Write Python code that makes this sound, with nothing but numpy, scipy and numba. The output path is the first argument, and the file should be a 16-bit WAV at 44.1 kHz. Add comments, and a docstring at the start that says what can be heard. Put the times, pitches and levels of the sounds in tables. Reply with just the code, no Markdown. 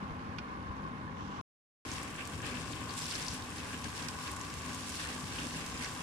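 """First you hear a gas burner roaring under a humming hood, and risotto barely simmering in a pan.
A plastic spatula is put down with a clack, and steam hisses out from under the rice.
After a short silence the rice sizzles: water turns to steam in hot fat, in countless tiny bursts.
Now the spatula stirs. Wet rice flares up on the bare metal, sticky grains squelch, the pan rumbles
on its grate, big bubbles pop and pockets of air smack flat."""
import sys
import numpy as np
from scipy import signal
from scipy.fft import rfft, irfft
from scipy.io import wavfile
from scipy.ndimage import uniform_filter1d
from numba import njit

SR = 44100
rng = np.random.default_rng(int(sys.argv[2]) if len(sys.argv) > 2 else 0)


def output_pcm(signal):
    """Save a mono or channel-first signal as 16-bit PCM at the path in sys.argv[1].

    Samples are clipped to [-1, 1] before scaling.
    """
    pcm = np.clip(np.atleast_2d(signal).T, -1, 1) * 32767
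    wavfile.write(sys.argv[1], SR, np.round(pcm).astype(np.int16))


N = 265482
T = np.arange(N) / SR
OPPOSITE = np.array([[1], [-1]])  # plus on the left, minus on the right


def undb(db):
    """Turn decibels into a number to multiply by."""
    return 10 ** (np.asarray(db) / 20)


def unit(x):
    """Scale a sound to an average power of one."""
    return x / np.sqrt(np.mean(x ** 2))


def balance(left_db):
    """Left and right gains. A balance is how many dB louder the left side is than the right."""
    return undb(OPPOSITE * left_db / 2)


def curve(rows):
    """Join (time, value) points with straight lines."""
    return np.interp(T, *np.transpose(rows))


def add(out, start, sound):
    """Mix in a short stereo sound at a time in seconds."""
    i = int(start * SR)
    out[:, i:i + sound.shape[1]] += sound[:, :N - i]


def colour(x, points, size=1024):
    """Shape the tone through (Hz, dB) points. 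Nothing rings ahead of a click, so it stays sharp."""
    hz, db = np.transpose(points)
    log_hz = np.log(np.fft.rfftfreq(size, 1 / SR) + 1)
    log_gain = np.log(undb(np.interp(log_hz, np.log(hz), db)))
    cepstrum = irfft(log_gain)[:size // 2]
    cepstrum[1:] *= 2  # moves all the ringing to after the click
    response = irfft(np.exp(rfft(cepstrum, size)))
    return signal.fftconvolve(x, response[None], axes=1)[:, :N]


def wander(rate):
    """A smooth random wobble, about one in size, with `rate` new values a second."""
    hold = int(SR / rate)
    steps = rng.standard_normal(4096)[np.arange(N) // hold]
    return unit(uniform_filter1d(uniform_filter1d(steps, hold), hold))


def swell(start, length, rise, fade):
    """A loudness shape that rises, holds and dies away (all times in seconds)."""
    return np.clip((T - start) / rise, 0, 1) * np.exp(-np.maximum(T - start - length, 0) / fade)


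def swells(events, fade_s):
    """Left and right gains for many swells; where they overlap, their powers add."""
    return np.sqrt(sum((undb(db) * balance(left_db) * swell(start, length, rise, fade_s)) ** 2
                       for start, rise, length, db, left_db in events))


def noise_band(hz, sharpness, samples):
    """Two separate noises, each filtered twice around one pitch."""
    b, a = signal.iirpeak(hz, sharpness, fs=SR)
    return signal.lfilter(b, a, signal.lfilter(b, a, rng.standard_normal((2, samples))))


def hollow_rush(resonances, stereo_db):
    """Swirling air rings a hollow space, a little differently on the left and right."""
    out = 0
    for hz, width, db, left_db in resonances:
        shared, apart = noise_band(hz, hz / (2 * width), N)
        out = out + undb(db) * balance(left_db) * (shared + undb(stereo_db) * apart * OPPOSITE)
    return unit(out)


@njit
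def pings(starts, hz, decay, sizes, n):
    """Quickly fading tones, each reaching the left and right at its own time and strength."""
    out = np.zeros((2, n))
    for k in range(len(hz)):
        turn_and_fade = np.exp(2j * np.pi * hz[k] / SR - 1 / (decay[k] * SR))
        for side in range(2):
            tone, first = sizes[side, k] + 0j, int(starts[side, k] * SR)
            for i in range(max(first, 0), min(first + int(6 * decay[k] * SR), n)):
                tone *= turn_and_fade
                out[side, i] += tone.imag
    return out


def bubbles(rate, low_hz, high_hz, decay_ms, spread_db, scatter_db=1.5, bounce=0.97):
    """Tiny bubbles burst all over the pan, `rate` a second: many faint ones, a few strong ones."""
    when, pitch, life, size, place, side, left_path, right_path = rng.random((int(rate * N / SR), 8)).T
    low, high = (np.broadcast_to(edge, N)[(when * N).astype(int)] for edge in (low_hz, high_hz))
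    hz = low + (high - low) * pitch
    decay = decay_ms / 1000 * 2 ** (2 * life - 1)
    strength = undb(-spread_db * np.log(size + 0.0018)) * balance(scatter_db * (2 * side - 1))
    starts = when * N / SR + OPPOSITE * (place - .5) * .0003
    echo_s = .0003 + .002 * np.array([left_path, right_path])  # a bounce off the pan wall
    return pings(starts, hz, decay, strength, N) + bounce * pings(starts + echo_s, hz, decay, strength, N)


def sputter(rate, tail_s, spread_db):
    """Puffs of spray, about `rate` a second: each starts at once and dies within milliseconds."""
    chance, size = rng.random((2, N))
    energy = (chance < rate / SR) * undb(-spread_db * np.log(size + 0.015)) ** 2
    fading = signal.lfilter([1], [1, -np.exp(-2 / (tail_s * SR))], energy + 1e-18)
    return np.sqrt(fading) * rng.standard_normal((2, N))


def kitchen(x, room_db, near_db, room_s=0.11, near_s=0.012):
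    """Quick echoes from the stove top and tiles, then the fading echo of the small room."""
    t = T[:SR // 5]
    echo = 0
    for db, fade_s in ((near_db, near_s), (room_db, room_s)):
        tail = rng.standard_normal((2, len(t))) * (t > .001) * np.exp(-np.log(1000) * t / fade_s)
        echo = echo + undb(db) * tail / np.sqrt(np.sum(tail ** 2) / 2)
    return x + signal.fftconvolve(x, echo, axes=1)[:, :N]


def delay_left(x, ms):
    """Make the left side later than the right (earlier if negative)."""
    return np.array([np.interp(T - sign * ms / 2000, T, side) for sign, side in zip((1, -1), x)])


# The simmering part and the sizzling part: (start [s], end [s])
PARTS = [(-1, 1.413), (1.851, 7)]
def by_part(first, second):
    """Use one value until the first part ends, and the other from then on."""
    return np.where(T > PARTS[0][1], second, first)


# Hollow notes of the stove and hood: (pitch [Hz], rough width [Hz], level [dB], balance [dB])
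STOVE_NOTES = [(31.8, 18, -15, 2.5), (78, 26, 1.5, 2.5), (112.3, 19.7, -0.5, 6), (160.1, 11.7, 2, 4),
               (198.3, 9.2, -4, 5.5), (252.3, 26.3, 1.5, 1), (300, 25, -6, -4), (395, 153, -10.5, -4)]
# Notes of the gas jet in the burner: (pitch [Hz], rough width [Hz], level [dB], balance [dB])
JET_NOTES = [(810, 41, -5, 5.5), (900, 50, -7, 3.5), (1002, 22, 1, 6), (1061, 25.4, 2.5, 4.5),
             (1102, 29, 0, 6), (1143, 31.5, 0.5, 2), (1212, 16, -4.5, 3), (1492, 81, -7, 3.5)]
# Tone of the hissing gas: (frequency [Hz], level [dB])
GAS_TONE = [(100, -19), (500, 1.5), (1400, 1.5), (2000, -7.5), (2800, -9.5), (3600, -18), (5800, -26),
            (8500, -37), (12000, -37), (16000, -48.5)]
def burner():
    """The flame roars low, while the gas jet makes a hollow rush and a broad hiss."""
    roar = hollow_rush(STOVE_NOTES, stereo_db=-14) * undb(by_part(-44.5, -46.5))
    jet = hollow_rush(JET_NOTES, stereo_db=-7.5) * undb(by_part(-47, -49.5) + 1.5 * wander(6.9))
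    shared, apart = rng.standard_normal((2, N))
    hiss = unit(colour(shared + undb(-1.5) * apart * OPPOSITE, GAS_TONE))
    return roar + jet + hiss * undb(-52.5 + 1.1 * wander(22))


# Tones of the hood fan: (pitch [Hz], level in first part [dB], level in second part [dB])
FAN_TONES = [(198.9, -52.5, -61.5), (247.9, -62.5, -60), (757, -88, -67.5), (1161, -78, -63)]
def hood_fan():
    """The fan hums, and draughts make its loudness and pitch waver."""
    waver_hz, waver_db = 2.8, 2.8
    hum = 0
    for hz, first_db, second_db in FAN_TONES:
        phase = 2 * np.pi * np.cumsum(hz + waver_hz * wander(16)) / SR
        level = undb(by_part(first_db, second_db) + waver_db * wander(14))
        hum = hum + np.sqrt(2) * level * np.sin(phase)
    return hum


# Tone of bubbles under the rice: (frequency [Hz], level [dB])
SIMMER_TONE = [(600, -25), (1500, 11.5), (2600, 1), (4000, -5.5), (5800, -10), (8200, -18.5),
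               (10000, -17.5), (13000, -32), (16000, -50)]
def simmer():
    """A fine fizz, muffled by the resting rice, slowly settles off to the right."""
    fizz = colour(bubbles(9000, 800, 15000, decay_ms=0.17, spread_db=2.5), SIMMER_TONE)
    settling = undb(-58.5 - 1.5 * T)
    return unit(kitchen(fizz, room_db=-7.5, near_db=-15)) * settling * balance(-15.5) * by_part(1, 0)


# Soft bumps through the rice: (time [s], level [dB], pitch [Hz])
BUMPS = [(.025, -38.5, 189), (.11, -33, 74), (.695, -36, 70), (1.86, -40, 285), (1.915, -36, 273),
         (2.521, -41, 247), (2.56, -36, 150), (3.299, -36.5, 98.5), (3.327, -37, 152), (4.701, -40, 132),
         (5.233, -36, 155), (5.461, -34.5, 262)]
# Knocks on the pan: (time [s], level [dB], balance [dB], dull above [Hz], amount of ring [0-1])
KNOCKS = [(0.3848, -30, -9.5, 4840, 0.5), (0.389, -34.5, -4, 4600, 0.5), (3.842, -31.5, 4, 6500, 0.25),
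          (4.085, -23.5, -5, 9400, 0.13)]
# Notes the spatula and pan ring with: (pitch [Hz], level [dB], time to fade by 60 dB [s])
PAN_NOTES = [(1390, 4, 0.035), (1470, 5.5, 0.05), (2250, 1, 0.04), (2450, 8, 0.04), (2740, 7.5, 0.045),
             (3170, -1, 0.032), (3860, -6, .035), (4450, -1.5, 0.04), (4800, -2, .04), (5210, -2, .04),
             (5680, -1.5, .045)]
def spatula():
    """Plastic clacks briefly ring the pan; bumps cushioned by rice only thud."""
    out, t = np.zeros((2, N)), T[:SR // 6]
    for start, db, left_db, dull_hz, ring_amount in KNOCKS:
        ring = 0
        for hz, note_db, fade_s in PAN_NOTES:
            phase = 2 * np.pi * (hz * t + rng.random((2, 1)) / 3)
            ring = ring + undb(note_db) * np.sin(phase) * np.exp(-np.log(1000) * t / fade_s)
        crack = rng.standard_normal((2, len(t))) * np.exp(-t / 0.0026)
        band = signal.butter(3, [1200, dull_hz], "band", fs=SR)
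        clack = signal.lfilter(*band, crack + 0.21 * ring_amount * ring)
        add(out, start, undb(db) * balance(left_db) * clack / np.abs(clack).max())
    age = t / 0.0042  # a bump's swell peaks at age one
    for start, db, hz in BUMPS:
        add(out, start, undb(db) * np.sin(2 * np.pi * hz * t) * age * np.exp(1 - age) * balance(1.4))
    return kitchen(out, room_db=-11, near_db=-6.5)


# Tone of the escaping steam: (frequency [Hz], level [dB])
STEAM_TONE = [(1000, -23), (3000, 11.5), (4500, 0.5), (5800, 3.5), (7800, -5.5), (8600, -22),
              (11000, -17.5), (13000, -28)]
def steam():
    """Late in the first part, steam finds a way out from under the rice and hisses."""
    start_s, rise_s = 1.125, 0.079
    hiss = unit(colour(sputter(2515, tail_s=.002, spread_db=-1), STEAM_TONE))
    escaping = undb(-64.5) * np.clip((T - start_s) / rise_s, 0, 1)
    return hiss * escaping * balance(-18) * by_part(1, 0)


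# Tone of rice left to fry: (frequency [Hz], level [dB])
SIZZLE_TONE = [(300, -11.5), (900, -16), (2000, 2.5), (3500, 0), (5400, -0.5), (6500, -0.5), (7700, -1),
               (9800, -4), (11500, -12.5), (13000, -13.5), (15500, -22)]
def sizzle():
    """Water flashes to steam in hot fat: fizz, spray and stray ticks, growing as the pan heats."""
    start_db, heating_db_per_s = -51, 0.96
    fizz = unit(bubbles(12000, 484, 14600, decay_ms=0.079, spread_db=4))
    spray = unit(sputter(160, tail_s=0.005, spread_db=0))
    ticks = unit(bubbles(90, 2700, 10400, decay_ms=0.11, spread_db=1.3, scatter_db=0, bounce=0.37))
    frying = colour(fizz + undb(-5) * spray + undb(-11) * ticks, SIZZLE_TONE)
    heating = undb(start_db + heating_db_per_s * (T - PARTS[1][0]))
    return unit(kitchen(frying, room_db=-6, near_db=-17, room_s=0.17)) * heating


# Surges of sizzle: (time [s], rise [s], length [s], level [dB], crackle pitch [Hz], balance [dB])
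FLARES = [(1.82, 0.022, 0.17, -49, 5500, -0.5), (2.432, .03, 0.049, -48.5, 4200, 8),
          (2.53, 0.026, 0.22, -57.5, 5000, 16), (2.872, 0.033, 0.084, -53, 4600, 7),
          (2.955, 0.023, 0.034, -40, 8500, -1), (2.99, 0.034, 0.17, -44, 4900, 1.5),
          (3.147, 0.036, 0.21, -46.5, 5100, 0.5), (3.556, 0.025, 0.18, -54, 5500, 0),
          (3.822, 0.023, 0.029, -49, 4800, 3), (3.93, 0.031, 0.105, -47.5, 5200, 0.5),
          (4.18, 0.037, 0.13, -50.5, 6000, -1), (4.67, 0.017, 0.21, -50.5, 5800, -1),
          (4.832, 0.11, 0.14, -44, 6000, -1.5), (4.95, 0.036, 0.094, -44.5, 4400, 0),
          (5.044, 0.049, 0.076, -45.5, 3900, -2), (5.24, 0.03, 0.051, -48.5, 5000, 0),
          (5.31, 0.033, 0.3, -49, 5500, 0.5), (5.788, 0.04, 0.064, -45.5, 5200, 1)]
# Tone of a fresh flare, finer than the resting sizzle: (frequency [Hz], level [dB])
FLARE_TONE = [(300, -15), (900, -19), (2000, -1), (3500, 2.5), (5200, 0), (6500, -1.5), (7700, -1),
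              (9800, -3.5), (11500, -12.5), (13000, -21), (15500, -20)]
def flares():
    """Wet rice lands on bare metal and flares into a fine hiss with small crackling bubbles."""
    hiss = colour(sputter(650, tail_s=0.0036, spread_db=2.2), FLARE_TONE)
    pitch = curve([(start + length / 2, hz) for start, _, length, _, hz, _ in FLARES])
    crackle = bubbles(2500, 0.8 * pitch, 1.2 * pitch,
                      decay_ms=0.28, spread_db=2.5, scatter_db=8, bounce=0.35)
    flaring = swells([(start, rise, length, db, left_db)
                      for start, rise, length, db, _, left_db in FLARES], fade_s=0.038)
    return unit(unit(hiss) + undb(-5) * unit(crackle)) * flaring


# Tone of sticky wet grains: (frequency [Hz], level [dB])
SQUELCH_TONE = [(200, -18.5), (450, -1.5), (700, -10), (1000, -8), (1600, 3.5), (2100, -3.5), (2700, -0.5),
                (3400, -4.5), (5000, -23), (10000, -41)]
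# Spatula strokes through the rice:
# (time [s], length [s], squelch level [dB], air pocket pitch [Hz], rumble level [dB], balance [dB])
STROKES = [(1.83, 0.26, -50.5, 2360, -57, 3), (2.168, 0.058, -44.5, 2600, -65.5, -1),
           (2.312, 0.082, -58, 2500, -45.5, 9), (2.416, 0.089, -45, 2550, -44, 3),
           (2.501, 0.099, -48, 2450, -45, 2), (2.6, 0.25, -57, 2800, -47.5, 17),
           (2.868, 0.066, -55, 2930, -49, 11), (3.105, 0.15, -47, 2120, -74, 2.5),
           (3.56, 0.14, -50, 2300, -49, 0), (3.721, 0.023, -43.5, 2700, -43, -1),
           (3.825, 0.041, -50, 3180, -43.5, -2), (3.96, 0.08, -48, 2180, -48.5, -3),
           (4.25, 0.036, -48, 2310, -53, -4), (4.648, 0.071, -51, 2460, -45.5, 0),
           (4.976, 0.16, -48.5, 1860, -56, -3), (5.293, 0.15, -46.5, 2850, -47, -3.5),
           (5.532, .1, -48.5, 2800, -47.5, -2), (5.72, 0.052, -52, 2400, -43.5, -3),
           (5.781, 0.085, -47, 2120, -65, -4), (5.98, .06, -50, 2400, -51, -6)]
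STROKE_RISE_S, STROKE_FADE_S = 0.021, 0.023
def squelch():
    """Wet rice bubbles with dull clicks; strokes pull sticky grains apart and ring air pockets."""
    grains = unit(bubbles(2500, 280, 5000, decay_ms=0.16, spread_db=3.3))
    spray = unit(sputter(150, tail_s=0.0039, spread_db=1.5))
    clicks = unit(kitchen(colour(grains + undb(-3) * spray, SQUELCH_TONE), room_db=-7.5, near_db=-11.5))
    pitch = curve([(start + length / 2, hz) for start, length, _, hz, _, _ in STROKES])
    pockets = unit(bubbles(1300, 0.827 * pitch, 1.095 * pitch, decay_ms=1, spread_db=2))
    stirring = swells([(start, STROKE_RISE_S, length, db, left_db)
                       for start, length, db, _, _, left_db in STROKES], STROKE_FADE_S)
    click_level = np.hypot(undb(-52), undb(-1.5) * stirring)  # steady bubbling plus the strokes
    return clicks * click_level + pockets * undb(-4.5) * stirring


def rumble():
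    """Each stroke shoves the pan on its grate and wakes the stove's hollow notes."""
    push = sum(undb(db) * swell(start, length, STROKE_RISE_S, STROKE_FADE_S)
               for start, length, _, _, db, _ in STROKES)
    return hollow_rush(STOVE_NOTES, stereo_db=-23) * push


# The loudest bursts: (time [s], level [dB], pitch [Hz], decay [ms], balance [dB])
POPS = [(1.8885, -36, 4450, 0.096, -4), (1.916, -27.5, 6100, 0.19, -2), (1.938, -31, 6300, .12, 0),
        (1.9643, -38, 5500, .1, -3), (2.0239, -34, 5600, .12, -2), (2.0308, -30.5, 7300, .06, -7),
        (2.254, -32, 6700, .06, 10), (2.2745, -28, 7900, 0.045, 6), (2.7328, -36, 3630, 0.32, 5),
        (2.8936, -37.5, 4370, .35, 8), (2.9073, -31, 4450, 0.12, 4), (2.9394, -29.5, 6200, 0.064, 6),
        (3.019, -29, 4770, .1, 2), (3.056, -27.5, 5170, .13, -4), (3.112, -26, 4800, 0.12, -10),
        (3.1532, -23.5, 5070, 0.15, -2), (3.2265, -26, 5960, 0.08, 2), (3.265, -31, 5340, 0.27, 5),
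        (3.283, -23.5, 5360, 0.14, 11), (3.3155, -32, 5760, .16, 8), (3.3422, -31.5, 9260, .1, -5),
        (3.423, -32, 3960, 0.087, -8), (3.5818, -32.5, 4430, 0.14, -1), (3.888, -36, 5900, 0.086, -1),
        (4.0236, -29, 4040, 0.085, -1), (4.2776, -33, 3900, 0.096, -4), (4.3154, -31, 9600, .06, -5),
        (4.3634, -29, 7200, .07, -3), (4.413, -30.5, 6200, 0.12, -3), (4.4499, -33, 4250, 0.074, -3),
        (4.5403, -27.5, 6670, .06, -1), (4.747, -27, 7450, 0.047, 5), (4.8936, -26, 8000, 0.069, 4),
        (4.9547, -24, 5900, 0.034, 7), (5.469, -30, 5500, .08, -6), (5.5093, -29.5, 3180, 0.09, 3),
        (5.6636, -24.5, 6100, 0.057, -4), (5.8459, -26.5, 5400, .15, 0), (5.915, -33, 7300, 0.065, 4)]
def pops():
    """Big bursts of fat, steam and trapped air: each swells in a cycle or two and dies as fast."""
    out, t = np.zeros((2, N)), T[:SR // 30]
    for start, db, hz, decay_ms, left_db in POPS:
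        age = 1000 * t / decay_ms
        add(out, start, undb(db) * balance(left_db) * np.sin(2 * np.pi * hz * t) * age * np.exp(1 - age))
    return kitchen(out, room_db=-8, near_db=-2.5, near_s=0.022)


# Wet smacks in the rice: (time [s], level [dB], pitch [Hz])
SMACKS = [(2.206, -42, 2660), (2.219, -48, 2700), (2.442, -41.5, 2570), (2.466, -48, 2560),
          (2.546, -43, 2550), (2.731, -49, 1680), (3.135, -43, 2900), (3.741, -47, 2770),
          (4.993, -42, 1870), (5.039, -41, 1750), (5.056, -45, 1800), (5.385, -42, 2770),
          (5.546, -47, 1650), (5.82, -48, 2200), (5.845, -40, 2060)]
def smacks():
    """The spatula squeezes an air pocket flat, and the air leaves in one short gush."""
    rise_s, sharpness = 0.0028, 1 / 0.24
    out, age = np.zeros((2, N)), T[:SR // 20] / rise_s
    for start, db, hz in SMACKS:
        gush = unit(noise_band(hz, sharpness, len(age)))
        add(out, start, undb(db) * gush * age * np.exp(1 - age) * balance(2.5))
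    return out


# Notes of the pan's bowl shape: (pitch [Hz], width [Hz], level [dB])
BOWL_NOTES = [(1520, 59, -10), (1660, 36, -16), (2240, 80, -14), (2680, 150, -19), (4800, 170, -17),
              (5480, 160, -7), (7560, 220, -11), (9340, 200, -10)]
def bowl(x):
    """The pan rings faintly along with what fries in it."""
    return x + sum(undb(db) * signal.lfilter(*signal.iirpeak(hz, hz / width, fs=SR), x)
                   for hz, width, db in BOWL_NOTES)


# Which side hears more of the frying: (frequency [Hz], balance [dB])
SIDE_TONE = [(1000, 4.5), (2400, -0.5), (4400, 2), (6500, 1.5), (8200, 4.5), (10200, -7), (12000, -3.5),
             (15000, -3)]
def tint_sides(x):
    """Some pitches lean to the left and others to the right."""
    return np.vstack([colour(x[[side]], [(hz, sign * db / 2) for hz, db in SIDE_TONE])
                      for side, sign in enumerate((1, -1))])


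def scene():
    """Simmering, then frying and stirring, over the sound of the stove."""
    sizzling = (sizzle() + flares()) * undb(0.5 * wander(25.07))  # the level flickers slightly
    rice = (sizzling + squelch()) * by_part(0, 1) + smacks()
    frying = tint_sides(bowl(rice) + pops())
    cooking = frying + simmer() + steam() + spatula() + rumble()
    stove = burner() + hood_fan()
    return cooking + by_part(delay_left(stove, ms=0.32), delay_left(stove, ms=-0.044))


def record(dry):
    """Put silence between the two parts, and remove the deepest bass and the highest treble."""
    low_hz, top_hz = 10, 15300
    audible = sum((T >= start) & (T < end) for start, end in PARTS)
    gate = uniform_filter1d(audible.astype(float), size=64)  # soft edges, so it does not click
    thinned = signal.sosfilt(signal.butter(1, low_hz, "high", fs=SR, output="sos"), dry)
    return signal.sosfilt(signal.ellip(10, .2, 80, top_hz, fs=SR, output="sos"), thinned * gate)


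dry = scene()
out = record(dry)
output_pcm(out)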